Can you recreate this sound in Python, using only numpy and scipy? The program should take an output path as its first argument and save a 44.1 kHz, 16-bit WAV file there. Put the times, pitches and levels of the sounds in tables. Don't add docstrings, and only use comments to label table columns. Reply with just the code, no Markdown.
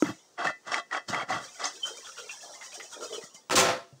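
import sys
import numpy as np
from scipy import signal
from scipy.fft import rfft, irfft, next_fast_len
from scipy.io import wavfile
from scipy.ndimage import uniform_filter1d

SR = 44100
rng = np.random.default_rng(int(sys.argv[2]) if len(sys.argv) > 2 else 0)


def generate_wav(signal):
    frames = np.transpose(np.atleast_2d(signal))
    scaled = np.clip(frames, -1, 1) * 32767
    pcm = np.round(scaled).astype(np.int16)
    wavfile.write(sys.argv[1], SR, pcm)


N = 176400

# start, rise, hold, fall in seconds, then rattle, thud, skitter in relative dB.
SHOWERS = [(0.029, 0.012, 0.058, 0.064, -35.5, -39.5, -50.5),
           (0.375, 0.014, 0.074, 0.042, -30, -64.5, -51.5),
           (0.436, 0.0093, 0.057, 0.038, -31.5, -49.5, -47), (0.646, 0.028, 0.054, 0.038, -37.5, -58, -50),
           (0.709, 0.013, 0.073, 0.032, -30.5, -84, -43), (0.908, 0.022, 0.046, 0.045, -29, -81, -47.5),
           (1.076, 0.01, 0.016, 0.058, -35, -40.5, -38), (1.109, 0.021, 0.1, 0.04, -30, -49, -50),
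           (1.276, 0.021, 0.053, 0.16, -28.5, -43, -44), (1.583, 0.018, 0.039, 0.059, -35, -86, -44),
           (1.631, 0.012, 0.028, 0.085, -35, -73, -36)]
# start in seconds, relative level in dB, pitch in Hz, T60 in seconds.
CLACKS = [(.38, -33.5, 1990, .14), (.452, -29, 770, 0.031), (.471, -12.5, 1810, 0.04),
          (.49, -29, 2000, .22), (.7194, -20, 5460, 0.031), (.743, -7, 2050, .012),
          (.755, -27.5, 2005, 0.17), (.781, -17, 1790, 0.011), (.79, -33.5, 685.8, 0.23),
          (.912, -24.5, 1940, .067), (.928, -18.5, 1870, 0.027), (1.146, -11, 2100, 0.0099),
          (1.304, -15.5, 756, 0.059), (1.642, -16.5, 5000, 0.026), (1.655, -13, 6300, 0.024)]
BUMPS = [(.024, -6, 311.6, 0.059), (.088, -28, 320, .16), (3.237, -37.5, 190, 0.026),
         (3.345, -48.5, 195, 0.051), (3.544, -16.5, 316, 0.06), (3.926, -43.5, 134, 0.26)]
# peak time, rise, fall in seconds, relative level in dB.
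STROKES = [(0, .05, 0.35, -44.5), (1.449, 0.061, 0.064, -44), (1.55, 0.036, 0.1, -49.5),
           (1.764, 0.086, 0.044, -47.5), (1.872, 0.066, 0.12, -38.5), (1.973, 0.055, .13, -47),
           (2.06, 0.034, 0.4, -48), (2.19, .037, .19, -45.5), (2.321, 0.056, .21, -44.5),
           (2.429, 0.059, 0.23, -47.5), (2.545, 0.082, 0.099, -47.5), (2.648, .081, 0.2, -44),
           (2.751, 0.04, 0.084, -40.5), (2.84, 0.066, 0.13, -45.5), (2.938, 0.052, 0.055, -40),
           (3.039, 0.077, 0.12, -39), (3.145, 0.082, 0.12, -40.5), (3.245, 0.082, 0.12, -46.5),
           (3.347, .013, 0.11, -47)]
# time in seconds, relative level in dB.
SLIDE_LEVELS = [(1.3, -72), (1.4, -52.5), (2, -51.5), (2.5, -57.5), (3.15, -67), (3.3, -65), (3.44, -74)]
# time, hold in seconds, relative dB, pitch in Hz.
TUMBLES = [(1.852, 0.035, -44.5, 1370), (2.043, 0.0072, -45.5, 3460), (2.063, 0.026, -42, 1394),
           (2.169, .015, -45.5, 1444), (2.176, 0.027, -47, 2994), (2.291, 0.015, -43, 2580),
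           (2.611, 0.022, -44, 1970), (2.718, .008, -49, 2466), (2.797, 0.0064, -39, 1966),
           (2.914, 0.041, -52, 1328), (3.006, 0.038, -44, 1311), (3.124, 0.03, -42.5, 3190),
           (3.212, 0.011, -49.5, 1990)]
RUBS = [(1.718, 0.051, -57, 397), (1.859, .12, -49.5, 452), (2.175, .075, -49.5, 494),
        (2.418, .15, -50.5, 691), (2.765, 0.06, -50.5, 442), (2.949, 0.06, -46.5, 493),
        (2.998, 0.038, -38.5, 498), (3.099, .085, -37.5, 492)]
# frequency in Hz, relative level in dB, T60 in seconds.
STEEL_MODES = [(554, -7, 0.13), (690, -5.5, 0.16), (736, -5.5, 0.095), (1017, -9.5, 0.089),
               (1103, -7, 0.11), (1400, -9.5, .15), (1794, -3.5, .19), (1858, -8, 0.23), (1990, 3.5, 0.18),
               (2620, -6, 0.21), (3226, 2, 0.17), (4590, 5, 0.19), (5470, 5, 0.18)]
HOLLOW_MODES = [(383.4, 0.5, 0.17), (506.6, 0, 0.16), (569, -2, .14), (683, -0.5, 0.18), (785, -3, .15),
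                (1062, -6, 0.15), (1195, -5.5, .15), (1343, -4, 0.23)]
# pitch ratio, relative level in dB, share of the T60.
BUMP_MODES = [(0.99, 0.5, 0.77), (0.79, -13, 1), (1.604, -12, 0.37), (2.97, -27.5, 0.88), (4.2, -14, 0.47),
              (6.4, -25.5, 0.26), (20.65, -23.5, 0.28)]
SIEVE_MODES_HZ = [3600, 3870, 3980, 5120, 5640, 5820, 5960, 6830]
# frequency in Hz, relative level in dB.
RATTLE_SPECTRUM = [(100, -47), (170, -25.5), (270, -8.5), (460, -5.5), (740, -3), (940, -3.5), (1150, 0.5),
                   (1550, -7.5), (1980, -13.5), (2400, -13), (3150, -14.5), (3600, -21.5), (5500, -33.5),
                   (9000, -33), (12000, -58)]
THUD_SPECTRUM = [(30, -30), (70, -15), (125, -1), (200, 0.5), (320, -5.5), (700, -39.5)]
SKITTER_SPECTRUM = [(1500, -38), (3300, -4.5), (4800, 5.5), (6300, 5), (8000, -1), (10000, -16.5),
                    (13000, -37), (15300, -22)]
HISS_SPECTRUM = [(500, -20.5), (1300, -10), (2600, -21), (3800, -15), (4600, -8.5), (6000, -0.5),
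                 (8500, -6), (10200, -20), (12500, -29.5), (15300, -20.5)]
TUMBLE_SPECTRUM = [(300, -17), (800, 0.5), (1400, 9.5), (2100, -9.5), (3200, 3), (4300, -6), (7000, -39)]
RUSH_SPECTRUM = [(29, -75), (50, -51), (108, -15), (147, -16), (190, -8), (270, -13), (385, -8.5),
                 (760, -5), (1600, -9), (5790, -19), (15500, -48)]
SPRAY_SPECTRUM = [(1000, -5), (2500, -3), (4000, -1.5), (7000, 1), (10000, -11.5), (13000, -23.5),
                  (15300, -13.5)]
BACKGROUND_SPECTRUM = [(30, -23), (140, -1), (450, 7), (1200, -3), (2600, -11.5), (6000, -2.5),
                       (9400, -12.5), (12500, -28), (15400, -16)]

TIME_S = np.arange(N) / SR


def showers(loaded_t60_share=0.2):
    shapes = np.array([swell(*row[:4]) for row in SHOWERS])
    rattle_env, thud_env, skitter_env = amp(np.array(SHOWERS)[:, 4:]).T @ shapes
    rattle = colour(rattle_env * contacts(900, 3.5, 0.009), RATTLE_SPECTRUM)
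    clinks = amp(-8) * pings(rattle_env, 240, 520.3, 2310, 0.025)
    clinks += amp(-4) * pings(skitter_env, 200, 2840, 6800, 0.081)
    loaded_modes = [(hz, db, t60_s * loaded_t60_share) for hz, db, t60_s in STEEL_MODES]
    steel = amp(-9) * ring(rattle, loaded_modes) + amp(-13.5) * ring(rattle, STEEL_MODES)
    thud = colour(thud_env * contacts(500, 3.9, 0.0093), THUD_SPECTRUM)
    skitter = colour(skitter_env * contacts(1300, 2.3, 0.008), SKITTER_SPECTRUM)
    return amp(-7) * rattle + steel + clinks + thud + amp(-1) * skitter


def rush():
    click_env = amp(-27) * swell(3.4975, 0.00079, 0.0011, 0.00076)
    body_env = click_env + amp(-25) * swell(3.506, 0.0031, 0.033, 0.017)
    body_env += amp(-21) * swell(3.5516, 0.02, 0.13, 0.15)
    spray_env = click_env / 2 + amp(-34) * swell(3.506, 0.0021, 0.03, 0.039)
    spray_env += amp(-21.5) * swell(3.552, 0.0041, 0.046, 0.13)
    heap = colour(body_env * contacts(2200, 2.76, 0.008), RUSH_SPECTRUM)
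    mid, side = (colour(spray_env * contacts(3500, 4, 0.005), SPRAY_SPECTRUM) for _ in range(2))
    side = butterworth(side, 3, 7500, 'high')
    ringing = amp(-22) * ring(heap, STEEL_MODES) + amp(-14) * ring(heap, HOLLOW_MODES)
    return amp(-2) * heap + ringing + mid + amp(-7) * np.array([side, -side])


def sieving():
    shapes = np.array([swell(peak_s - rise_s, rise_s, 0, fall_s) for peak_s, rise_s, fall_s, _ in STROKES])
    stroke_env = amp(np.array(STROKES)[:, 3]) @ shapes
    slide_env = amp(np.interp(TIME_S, *np.transpose(SLIDE_LEVELS)))
    env = np.hypot(stroke_env, slide_env)
    tinkle = amp(-6.5) * pings(env, 230, 3000, 7000, 0.081) + amp(-8) * pings(env, 160, 500.3, 3300, 0.09)
    hiss = colour(env * contacts(3500, 3.2, 0.0088), HISS_SPECTRUM)
    holes = ring(hiss, [(hz, 0, 0.1) for hz in SIEVE_MODES_HZ])
    return amp(-3.5) * hiss + amp(-14) * holes + tinkle


def clacks():
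    hits, t = np.zeros(N), TIME_S[:SR // 5]
    for start_s, db, hz, t60_s in CLACKS:
        crack = amp(-11) * decay(t, t60_s=0.026) * rng.standard_normal(len(t))
        tone = decay(t, t60_s) * np.sin(2 * np.pi * hz * t)
        hits[int(start_s * SR):][:len(t)] += amp(db - 5.5) * (tone + crack)
    hits = butterworth(hits, 4, [400, 6800], 'band')
    return hits + amp(-16.5) * ring(hits, STEEL_MODES)


def tumbles():
    hits = contacts(600, 3.5, 0.011)
    clatter, clinks = np.zeros((2, N))
    for at_s, hold_s, db, hz in TUMBLES:
        clump = amp(db) * swell(at_s - 0.002, 0.0035, hold_s, 0.055) * hits
        clatter += clump
        clinks += patch(clump, hz, spread=0.0535, t60_s=0.049)
    return amp(-1) * clinks + amp(-6.5) * colour(clatter, TUMBLE_SPECTRUM)


def bumps():
    out, t = np.zeros(N + SR), TIME_S[:SR // 3]
    for start_s, db, hz, t60_s in BUMPS:
        knock = sum(amp(db + mode_db) * decay(t, t60_s * share) * np.sin(2 * np.pi * hz * ratio * t)
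                    for ratio, mode_db, share in BUMP_MODES)
        out[int(start_s * SR):][:len(t)] += butterworth(knock, 3, 0.94 * hz, 'high')
    return out[:N]


def squeak(start_s=1.823, rise_s=0.012, pitch_hz=3074, waver=0.0079, ring_hz=3137):
    drift = unit(uniform_filter1d(rng.standard_normal(N), size=60))
    phase = 2 * np.pi * np.cumsum(pitch_hz * (1 + waver * drift)) / SR
    tone = swell(start_s, rise_s, hold_s=0.011, fall_s=0.045) * unit(np.sin(phase))
    t = TIME_S - start_s
    tail = np.clip(t / rise_s, 0, 1) * decay(t, t60_s=0.44) * np.sin(2 * np.pi * ring_hz * t)
    return amp(-29) * tone + amp(-35) * tail


def rubs():
    slips, bowl = contacts(230, 2.4, 0.03), np.zeros(N)
    for at_s, hold_s, db, hz in RUBS:
        scuff = amp(db) * swell(at_s - 0.01, 0.023, hold_s, 0.059) * slips
        bowl += patch(scuff, hz, spread=0.19, t60_s=0.061)
    return butterworth(bowl, 2, [260, 1000], 'band')


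def kitchen_reverb(x, delay_s=0.004, t60_s=0.16):
    t = TIME_S[:SR // 2]
    return convolve(x, decay(t - delay_s, t60_s) * rng.standard_normal(len(t)))


def background():
    return colour(rng.standard_normal(N), BACKGROUND_SPECTRUM)


def contacts(per_s, spread_db, t60_s):
    count, t = int(per_s * N / SR), TIME_S[:int(t60_s * SR) + 2]
    onsets = ((np.arange(count) + 2 * rng.random(count)) * SR / per_s).astype(int)
    sizes = amp(spread_db * np.clip(rng.standard_normal((count, 1)), -2, 2))
    grains = sizes * decay(t, t60_s) * rng.standard_normal((count, len(t)))
    samples = onsets[:, None] + np.arange(len(t))
    return unit(np.bincount(samples.ravel(), grains.ravel(), N)[:N])


def pings(env, per_s, low_hz, high_hz, t60_s):
    count, t = int(per_s * N / SR), TIME_S[:int(t60_s * SR)]
    jitter, pitch, size, life = rng.random((4, count, 1))
    onsets = ((np.arange(count)[:, None] + jitter) * (N - 1) / count).astype(int)
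    hz = low_hz * (high_hz / low_hz) ** pitch
    attack = 1 - np.exp(-2 * hz * t)
    grains = amp(10 * size) * attack * decay(t, t60_s * (0.5 + life)) * np.sin(2 * np.pi * hz * t)
    grains *= env[onsets] * np.sqrt(N / np.sum(grains ** 2))
    samples = onsets + np.arange(len(t))
    return np.bincount(samples.ravel(), grains.ravel(), N)[:N]


def patch(x, hz, spread, t60_s):
    return ring(x, [(hz * (1 + spread) ** k, 0, t60_s) for k in (-1, 0, 1)])


def ring(x, modes):
    t = TIME_S[:SR // 2]
    response = sum(amp(db) * decay(t, t60_s) * np.sin(2 * np.pi * (hz * t + rng.random()))
                   for hz, db, t60_s in modes)
    return convolve(x, response)


def swell(start_s, rise_s, hold_s, fall_s, rise_db=23.5, sag_db_per_s=33, fall_db=30):
    t = TIME_S - start_s
    attack_db = rise_db * np.minimum(t / rise_s - 1, 0)
    sag_db = sag_db_per_s * np.clip(t - rise_s, 0, hold_s)
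    release_db = fall_db * np.maximum(t - rise_s - hold_s, 0) / fall_s
    return amp(np.maximum(attack_db - sag_db - release_db, -200))


def decay(t, t60_s):
    return (t >= 0) * np.exp(-np.log(1000) * np.abs(t) / t60_s)


def colour(x, spectrum, size=4096):
    hz, db = np.transpose(spectrum)
    shape_db = np.interp(np.log(np.fft.rfftfreq(size, 1 / SR) + 1), np.log(hz), db)
    cepstrum = irfft(np.log(amp(shape_db)))
    cepstrum[1:size // 2] *= 2
    cepstrum[size // 2 + 1:] = 0
    return convolve(x, irfft(np.exp(rfft(cepstrum))))


def convolve(x, response):
    return signal.fftconvolve(x, response / np.linalg.norm(response))[:N]


def butterworth(x, order, hz, kind):
    return signal.sosfilt(signal.butter(order, hz, kind, fs=SR, output='sos'), x)


def amp(db):
    return 10 ** (np.asarray(db) / 20)


def unit(x):
    return x / np.sqrt(np.mean(x ** 2) + 1e-20)


def scene():
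    direct = showers() + clacks() + bumps() + sieving() + tumbles() + rubs() + squeak() + rush()
    return direct + amp(-17) * kitchen_reverb(direct.mean(axis=0)) + amp(-64.5) * background()


def record(dry, low_cut_hz=37, top_hz=15700):
    dry = butterworth(dry, 2, low_cut_hz, 'high')
    size = next_fast_len(N + SR // 2)
    passband = np.fft.rfftfreq(size, 1 / SR) < top_hz
    return irfft(rfft(dry, size) * passband, size)[:, :N]


dry = scene()
out = record(dry)
generate_wav(out)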